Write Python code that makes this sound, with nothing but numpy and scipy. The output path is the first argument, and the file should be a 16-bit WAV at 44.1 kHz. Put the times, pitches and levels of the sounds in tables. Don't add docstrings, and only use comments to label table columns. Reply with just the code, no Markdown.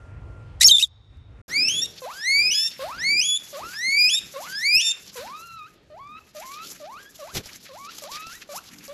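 import sys
import numpy as np
from scipy import signal
from scipy.fft import rfft, irfft, next_fast_len
from scipy.io import wavfile
from scipy.ndimage import uniform_filter1d

SR = 44100
rng = np.random.default_rng(int(sys.argv[2]) if len(sys.argv) > 2 else 0)


def output_pcm(signal):
    pcm = np.clip(np.atleast_2d(signal).T, -1, 1) * 32767
    wavfile.write(sys.argv[1], SR, np.round(pcm).astype(np.int16))


N = 393813

# (time [s], level [dB])
OUTDOOR_RUMBLE = [(0.0, -40.5), (.266, -39.5), (.31, -39.5), (.346, -41.5), (.696, -41.5), (.724, -57.5),
                  (1.086, -52), (1.14, -47.5), (1.252, -50.5), (1.29, -48), (1.414, -45.5)]


def undb(db):
    return 10 ** (np.asarray(db) / 20)


def unit(x):
    return x / np.sqrt(np.mean(x ** 2))


def curve(table, edge_s=0.0011):
    s, *columns = np.transpose(table)
    t = np.arange(N) / SR
    gate = np.clip(np.minimum(t - s[0], s[-1] + 2 * edge_s - t) / edge_s, 0, 1)
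    return gate, [np.interp(t, s, c) for c in columns]


def passes(table, hz):
    table_hz, table_db = np.transpose(table)
    return np.interp(np.log(hz), np.log(table_hz), table_db)


def colour(x, spectrum):
    size = next_fast_len(N)
    f = np.maximum(np.arange(size // 2 + 1) * SR / size, 1)
    return irfft(rfft(x, size) * undb(passes(spectrum, f)), size)[:N]


def walk(rate):
    hold = int(SR / rate)
    steps = np.repeat(rng.standard_normal(N // hold + 1), hold)
    return unit(uniform_filter1d(steps, hold)[:N])


def patchy(spectrum, flicker_db, rate):
    out = 0
    for hz in 30 * 2. ** np.arange(9):
        edges_hz = [hz / np.sqrt(2), min(hz * np.sqrt(2), .45 * SR)]
        sos = signal.butter(2, edges_hz, "bandpass", fs=SR, output="sos")
        band = signal.sosfilt(sos, rng.standard_normal(N))
        out = out + undb(flicker_db * walk(rate)) * band
    return unit(colour(out, spectrum))


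def swells(rows):
    t = np.arange(N) / SR
    return sum(undb(db) * np.exp(-(2 * (t - s) / length) ** 4) for s, length, db in rows)


def echo(x, t60, top_hz, start_s):
    t = np.arange(int(t60 * SR)) / SR
    tail = rng.standard_normal(N)[:len(t)] * np.exp(-np.log(1000) * t / t60) * (t > start_s)
    tail = signal.lfilter(*signal.butter(1, top_hz, fs=SR), tail)
    return signal.fftconvolve(x, tail / np.sqrt(np.sum(tail ** 2)))[:N]


def voice(notes, throat, fall_db, effort, reedy_hz, jitter, shimmer_db, drift_db, count, slew_s, firm_db,
          uneven=None):
    # (multiple of the pitch [times], depth under their layer [dB])
    half_lines = [(.5, 20), (1.5, -5), (2.5, 61), (3.5, 21)]
    quarter_lines = [(0.751, 3), (1.249, 9), (1.75, 3.5), (2.25, 11)]
    out = np.zeros(N)
    waver, shimmer = walk(300), undb(shimmer_db * walk(120))
    noise, drift = 1.3 * np.tanh(walk(900)), walk(20)
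    half, quarter, rough = uneven or np.zeros((3, N))
    for note in notes:
        gate, (hz, db) = curve(note, edge_s=0.0013)
        on = gate > 0
        hz = uniform_filter1d(hz, int(slew_s * SR))
        hz = (hz * (1 + (jitter + 0.017 * rough) * waver))[on]
        db, chaos = db[on], noise[on]
        gate = (gate * shimmer)[on] * (1 + rough[on] * chaos)
        phase = 2 * np.pi * np.cumsum(hz) / SR
        fall = (fall_db - effort * (db - firm_db)) * np.clip(hz / reedy_hz, .6, 1) ** 2
        peak_db = db.max()
        base_db = db - throat(hz, hz, peak_db)
        partials = [(0.99, undb(db))]
        for m in range(2, count + 1):
            own_drift = drift_db * np.roll(drift, m * SR)[on]
            overtone_db = base_db + throat(m * hz, hz, peak_db) - fall * np.log2(m) + own_drift
            partials.append((m, undb(overtone_db)))
        if uneven:
            partials += [(m, half[on] * undb(-depth)) for m, depth in half_lines]
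            partials += [(m, quarter[on] * undb(-depth)) for m, depth in quarter_lines]
        husk = np.clip((firm_db - db) / 40, 0, .5) * chaos
        for m, size in partials:
            size = size * np.abs(1 + husk * max(m - 1, 0)) * (m * hz < .4 * SR)
            out[on] += np.sqrt(2) * gate * size * np.sin(m * phase)
    return out


def guinea_pig():
    # (time [s], pitch [Hz], level of the lowest partial [dB])
    wheeks = [
        [(1.485, 1577, -55.5), (1.535, 2114, -26.5), (1.571, 2340, -21), (1.629, 2543, -28), (1.67, 2700, -31),
         (1.685, 2700, -21), (1.692, 3005, -26.5), (1.728, 3250, -25), (1.794, 3490, -26), (1.841, 3770, -33),
         (1.862, 3770, -34)],
        [(2.018, 541, -39), (2.05, 493, -34.5), (2.116, 1232, -35.5), (2.138, 1461, -47), (2.215, 1730, -36.5),
         (2.285, 2127, -22), (2.36, 2280, -18.5), (2.41, 2380, -20.5), (2.45, 2500, -24.5),
         (2.504, 2594, -27.5), (2.514, 2970, -27), (2.53, 2870, -21), (2.542, 3340, -28), (2.661, 3650, -31.5),
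         (2.686, 3670, -31.5)],
        [(2.792, 532.5, -36), (2.83, 538, -30.5), (2.884, 856, -37), (2.93, 1314, -34.5), (2.973, 1490, -43),
         (3.051, 2152, -23), (3.109, 2306, -21.5), (3.159, 2393, -23), (3.2, 2522, -21.5), (3.218, 2904, -26),
         (3.24, 3296, -27.5), (3.27, 3415, -24), (3.355, 3453, -23), (3.374, 3590, -27.5)],
        [(3.528, 612, -40.5), (3.56, 541, -32.5), (3.59, 657, -38.5), (3.64, 1288, -36.5), (3.72, 1516, -45),
         (3.849, 2087, -25), (3.955, 2290, -21), (3.993, 2417, -17), (4.075, 2521, -20.5), (4.096, 2710, -23.5),
         (4.102, 3260, -26), (4.138, 3535, -21.5), (4.189, 3820, -23.5), (4.197, 3640, -45)],
        [(4.338, 584, -45), (4.366, 527.6, -31.5), (4.396, 617, -38), (4.48, 1465, -43), (4.55, 1632, -34.5),
         (4.611, 1832, -32.5), (4.657, 2230, -21), (4.7, 2388, -21.5), (4.75, 2510, -18), (4.803, 2873, -23),
         (4.815, 3410, -23.5), (4.828, 3640, -29.5), (4.867, 3646, -23), (4.919, 3654, -28.5)],
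        [(5.155, 537, -41.5), (5.189, 469, -36), (5.235, 637, -39.5), (5.265, 892, -40.5), (5.341, 1223, -39),
         (5.447, 1396, -46), (5.563, 1338, -43), (5.627, 1223, -39.5), (5.661, 1300, -45), (5.685, 1627, -56)],
        [(5.9, 624, -49.5), (5.928, 597, -44), (5.958, 685, -45.5), (6.002, 1100, -43), (6.052, 1160, -43),
         (6.162, 1278, -43), (6.19, 1330, -46)],
        [(6.348, 634, -44), (6.38, 594, -38.5), (6.406, 683, -41.5), (6.44, 1040, -43), (6.49, 1085, -41),
         (6.622, 1323, -40.5), (6.66, 1420, -52)],
        [(6.8, 655, -43.5), (6.828, 573, -40.5), (6.852, 622, -40), (6.922, 1057, -42), (6.964, 1230, -41.5),
         (7.002, 1630, -49), (7.05, 1644, -55), (7.065, 1640, -48), (7.1, 1770, -55)],
        [(7.19, 667, -44), (7.23, 548, -39), (7.27, 721, -43.5), (7.294, 1103, -45), (7.324, 1600, -49),
         (7.335, 1600, -65)],
        [(7.69, 577, -47), (7.72, 509, -44), (7.748, 610, -44.5), (7.79, 1090, -45.5), (7.86, 1175, -40),
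         (7.9, 1410, -43.5)],
        [(8.02, 622, -42.5), (8.048, 547, -40.5), (8.07, 626, -42.5), (8.112, 1106, -42), (8.164, 1232, -39),
         (8.298, 1370, -45), (8.318, 1427, -44.5), (8.362, 1970, -48.5), (8.385, 1943, -52)],
        [(8.49, 598, -40), (8.53, 565, -40.5), (8.552, 797, -37.5), (8.59, 1424, -40)],
        [(8.88, 575, -47), (8.894, 558, -37.5), (8.93, 603, -41.5)],
    ]
    # (frequency [Hz], level [dB])
    room = [(300, -8.5), (1200, -5.5), (2000, -8), (2600, 0), (3300, -6.5), (5500, -8.5), (13000, -4.5)]
    call = voice(wheeks, mouth, fall_db=13, effort=0.061, reedy_hz=703, jitter=0.0051, drift_db=2.0,
                 shimmer_db=1.02, count=8, slew_s=0.0072, firm_db=-39.5, uneven=registers())
    halo = call * (undb(-27.5) * walk(700) + undb(-50.5) * walk(3500))
    reflections = colour(echo(call, 0.4, 8700, 0.004), room)
    return call + halo + puffs() + undb(-10.5) * reflections


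def mouth(hz, pitch_hz, peak_db):
    # (frequency [Hz], level [dB])
    open_mouth = [(500, 4.5), (1100, 4.5), (1700, -7.5), (2400, -1), (3500, -8.5), (5100, 14.5),
                  (6900, -0.5), (9000, -1.5), (11000, -1), (13500, -16)]
    # (frequency [Hz], level [dB])
    shut_mouth = [(500, 2.5), (1100, 1.5), (1700, -9), (2600, 2), (3300, -4), (4000, 5), (5200, -6),
                  (7000, -17), (13500, -22)]
    opens_from_hz, open_at_hz, loud_db = 1000, 1600, -29
    opening = np.clip((pitch_hz - opens_from_hz) / (open_at_hz - opens_from_hz), 0, 1) * (peak_db > loud_db)
    return opening * passes(open_mouth, hz) + (1 - opening) * passes(shut_mouth, hz)


def registers():
    # (every-2nd-cycle level [dB], every-4th-cycle level [dB], chaos [dB])
    breaks = [ ((1.688, 1.862, 1.815, 1.845), (-26, -44, -15)), ((2.512, 2.686, 2.535, 2.68),
              (-27, -37.5, -17.5)), ((3.21, 3.374, 3.24, 3.35), (-56, -51, -38)),
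              ((4.098, 4.197, 4.128, 4.16), (-26, -41, -26)), ((4.803, 4.919, 4.812, 4.905),
              (-32, -34, -19)), ]
    chaos_db, chaos_s = -5, 0.0096
    t, half, quarter, rough = np.arange(N) / SR, np.zeros(N), np.zeros(N), np.zeros(N)
    for (start, end, first, last), (half_db, quarter_db, calm_db) in breaks:
        edges = np.exp(-np.abs(t - start) / chaos_s) + np.exp(-np.abs(t - end) / chaos_s)
        upper = np.clip(np.minimum(t - start, end - t) / 0.0055, 0, 1)
        half += undb(half_db) * np.clip(np.minimum(t - first, last - t) / 0.01, 0, 1)
        quarter += undb(quarter_db) * upper * (0.62 + edges)
        rough += undb(chaos_db) * edges + undb(calm_db) * upper
    return half, quarter, rough


def puffs():
    # (start [s], strength [dB])
    puff_rows = [(1.4865, -25), (2.0288, -31), (2.7964, -20.5), (3.5294, -25.5), (4.3306, -27.5),
                 (5.1564, -22.5), (5.9024, -57), (6.354, -39), (6.803, -42), (7.1935, -39), (7.6779, -44),
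                 (8.0194, -43), (8.4944, -33), (8.8872, -35)]
    swell_s, fade_t60_s = 0.016, 0.61
    t, level = np.arange(N) / SR, np.zeros(N)
    for s, strength_db in puff_rows:
        age = np.maximum(t - s, 0)
        level += undb(strength_db) * np.minimum(age / swell_s, 1) * np.exp(-np.log(1000) * age / fade_t60_s)
    air = unit(colour(rng.standard_normal(N), [(700, -18), (1500, -1), (2500, -11), (4200, -4.5),
                                               (6500, -18.0), (10000, -19)]))
    return undb(-16 + 0.77 * walk(500)) * level * air


def parrot():
    # (time [s], pitch [Hz], level of the lowest partial [dB])
    squawk = [
        [(.608, 1842, -27.5), (.614, 1914, -20), (.622, 2094, -23.5), (.627, 2680, -27), (.631, 2090, -23),
         (.643, 2140, -30)],
        [(.643, 4910, -3.5), (.648, 5516, -5), (.66, 5600, -7), (.668, 5510, -13)],
        [(.663, 6580, -9.5), (.673, 6830, -8), (.681, 6240, -9)],
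        [(.683, 5170, -1), (.687, 4270, -10), (.69, 3900, -22)],
        [(.691, 3240, -18), (.7, 3140, -14), (.71, 3165, -20)],
        [(.71, 3770, -14), (.716, 3860, -3.5), (.724, 3624, -11), (.732, 3636, -14.5), (.755, 3628, -11.5),
         (.761, 3676, -20)],
        [(.765, 3720, -14), (.773, 3570, -15.5), (.779, 3750, -33.5)],
        [(.783, 3590, -9), (.79, 3524, -20), (.797, 3790, -23), (.806, 3670, -32)],
        [(.797, 2690, -22.5), (.806, 2540, -37), (.814, 2685, -24.5), (.824, 3130, -25.5)],
        [(.825, 3870, -11), (.833, 3834, -13), (.842, 3686, -13.5), (.85, 3340, -32.5), (.858, 3530, -47.5)],
    ]
    # (time [s], level [dB])
    rasp_curve = [(0.6, -59.5), (0.62, -24), (0.672, -43.5), (0.684, -32.5), (0.738, -53.5), (0.822, -37.5),
                  (0.88, -79)]
    # (frequency [Hz], relative level [dB per Hz])
    beak = [(530, -84), (900, -61.5), (2870, -27), (3700, -22), (4540, -23), (7190, -17.5), (11300, -27),
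            (14000, -39)]
    # (frequency [Hz], level [dB])
    syrinx = [(2000, -6.5), (3150, -3), (3700, 3), (5500, -1.5), (6300, -2), (7300, -8.5), (10500, -16),
              (14000, -13)]
    gate, (rasp_db,) = curve(rasp_curve, edge_s=.001)
    hiss = unit(colour(rng.standard_normal(N), beak))
    rasp = gate * undb(rasp_db + 11.5 + 3.5 * walk(350)) * hiss
    notes = voice(squawk, lambda hz, *_: passes(syrinx, hz), fall_db=5, effort=.05, reedy_hz=2994,
                  drift_db=1.0, jitter=0.009, shimmer_db=0.3, count=6, slew_s=.001, firm_db=-8.5)
    call = notes * (1 + undb(rasp_db + 11.0) * walk(900)) + rasp
    near = echo(call, 0.031, 7000, .004)
    far = colour(echo(call, 2.5, 9000, .03), [(2000, -15), (3700, 0), (5500, -14), (9000, -20)])
    return call + undb(-16.5) * near + undb(-48.0) * far


def scratches():
    # (start [s], strength [dB], time to die by 60 dB [s], thud against strength [dB])
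    catches = [(1.1695, -56, 0.042, -7), (5.078, -31, 0.062, -21), (5.2733, -38, 0.04, -11),
               (6.0734, -45, 0.04, -46), (6.1945, -50, 0.055, -16), (7.2529, -43, 0.033, -6),
               (7.3367, -38, 0.04, -17), (7.3521, -24, 0.093, -4), (7.3614, -34, 0.061, -18),
               (7.3697, -22, 0.05, -2), (7.457, -29, 0.13, -6), (7.5322, -30, 0.05, -13),
               (7.646, -39, 0.04, -26), (7.7767, -42, 0.067, -5), (7.8496, -30.5, 0.064, -14),
               (7.9842, -34, 0.035, -25), (8.0384, -25.5, 0.027, 0.5), (8.117, -21.5, 0.04, -16),
               (8.156, -23.5, 0.12, -15), (8.268, -27, 0.053, -11), (8.3279, -29.5, 0.045, -7.5),
               (8.7857, -30, 0.04, -26), (8.8793, -30, 0.044, -10.5)]
    t, sharp, dull = np.arange(N) / SR, np.zeros(N), np.zeros(N)
    for s, strength_db, t60, thud_db in catches:
        burst = (t >= s) * np.exp(-np.log(1000) * np.abs(t - s) / max(t60, .005))
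        sharp += undb(strength_db) * (burst ** 3 + undb(-9) * burst)
        dull += undb(strength_db + thud_db) * burst
    thud = unit(colour(rng.standard_normal(N), [(60, 10), (200, -10), (600, 6.5), (1500, -8), (4000, -7)]))
    claw = unit(colour(rng.standard_normal(N), [(500, -29), (2000, -15), (5000, 14), (8000, -1),
                                                (12500, -29), (13500, -26)]))
    return undb(-11.5) * sharp * claw + undb(-6) * dull * thud


def rustle(loud):
    # (time [s], level [dB])
    shuffle = [(1.48, -45), (1.9, -51.5), (2.14, -43.5), (3.46, -46), (3.71, -37.5), (4.28, -46.5),
               (4.5, -36), (5.1, -54.5), (5.4, -52), (5.69, -59), (5.85, -82.5), (6.1, -73), (6.31, -57),
               (6.45, -46), (6.8, -52), (7.1, -54), (7.45, -45), (7.6, -52), (7.97, -44), (8.42, -43.5),
               (8.49, -53.5), (8.7, -54.5), (8.93, -46)]
    # (middle [s], length [s], level [dB])
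    brushes = [(5.082, 0.047, -48.5), (5.19, 0.12, -50), (5.28, 0.056, -44), (6.2, 0.057, -51.5),
               (6.4, 0.084, -48.5), (6.562, 0.095, -50.5), (6.7, 0.16, -49), (7.23, 0.12, -46.5),
               (7.367, 0.05, -33.5), (7.53, 0.064, -46), (7.986, 0.0058, -35.5), (8.116, 0.007, -46),
               (8.15, 0.065, -39), (8.542, 0.068, -37.5), (8.73, 0.038, -50), (8.788, 0.012, -62)]
    # (frequency [Hz], relative level [dB per Hz])
    rustle_colour = [(88, -62), (150, 0), (418, -9), (496, -8.5), (623, -12), (1210, -6.5), (5960, -1.5),
                     (7340, -3.5), (8710, -19), (12300, 4), (14000, -55.5)]
    hiss_db, hiss_slew_s = -26.5, 0.16
    _, (stir_db,) = curve(shuffle)
    hiss = undb(hiss_db) * uniform_filter1d(loud, int(hiss_slew_s * SR))
    grains_db = 1.7 * walk(250) + 1.11 * walk(60)
    level = undb(stir_db) + swells(brushes) + hiss
    return level * undb(grains_db) * patchy(rustle_colour, flicker_db=4.5, rate=41)


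def murmur():
    # (middle [s], length [s], level [dB])
    murmur_swells = [(1.68, 0.39, -40.5), (2.44, 0.18, -40), (2.85, 0.086, -52), (3.08, 0.26, -44.5),
                     (3.64, 0.081, -47.5), (4.02, 0.14, -49), (4.24, 0.11, -51), (4.76, 0.045, -42),
                     (5.21, .1, -60), (7.375, 0.07, -35.5)]
    # (frequency [Hz], relative level [dB per Hz])
    room_air = [(15, -57), (25, -9.5), (160, -3.5), (425, -9), (892, -21), (1020, -25), (1260, -20.5),
                (1730, -18), (4140, -25.5), (12300, -52), (14000, -58)]
    steady_db = -56.5
    return (undb(steady_db) + swells(murmur_swells)) * patchy(room_air, flicker_db=4.0, rate=8.4)


def indoors():
    starts_s = 1.48
    gate = np.clip((np.arange(N) / SR - starts_s) / 0.0018, 0, 1)
    call = .45 * np.tanh(guinea_pig() / .45)
    call = signal.sosfilt(signal.butter(2, 300, "highpass", fs=SR, output="sos"), call)
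    loud = np.sqrt(uniform_filter1d(call ** 2, int(0.051 * SR)) + 1e-12)
    duck = 1 / (1 + (loud / undb(-34)) ** 0.79)
    return gate * (duck ** 0.44 * murmur() + duck * rustle(loud) + call)


def garden():
    # (frequency [Hz], relative level [dB per Hz])
    outdoor_colour = [(15, -50), (25, -22.5), (48, -4), (107, -2), (187, -21), (1260, -33), (1400, -33.5),
                      (1510, -36.5), (2710, -41), (3730, -50), (8690, -60), (14000, -71.5)]
    # (time [s], level [dB])
    whine = [(0.0, -57.5), (.248, -64), (.392, -56.5), (.654, -71.5), (.974, -100), (1.425, -67)]
    whine_hz, air_db = 1391, -13
    gate, (rumble_db,) = curve(OUTDOOR_RUMBLE)
    _, (tone_db,) = curve(whine)
    tone_phase = 2 * np.pi * np.cumsum(whine_hz * (1 + 0.0011 * walk(5))) / SR
    tone = np.sqrt(2) * undb(tone_db) * np.sin(tone_phase)
    noise = patchy(outdoor_colour, flicker_db=2.5, rate=9)
    rumble = signal.sosfiltfilt(signal.butter(2, 220, fs=SR, output="sos"), noise)
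    air = unit(noise - rumble)
    return gate * (undb(rumble_db) * (unit(rumble) + undb(air_db) * air) + tone)


def scene():
    outdoors, _ = curve(OUTDOOR_RUMBLE)
    return (indoors() + outdoors * parrot() + scratches() + garden())[None]


def record(dry):
    top_hz = 13900
    rounded = .8 * np.tanh(dry / .8)
    return signal.sosfilt(signal.ellip(10, .2, 90, top_hz, fs=SR, output="sos"), rounded)


dry = scene()
out = record(dry)
output_pcm(out)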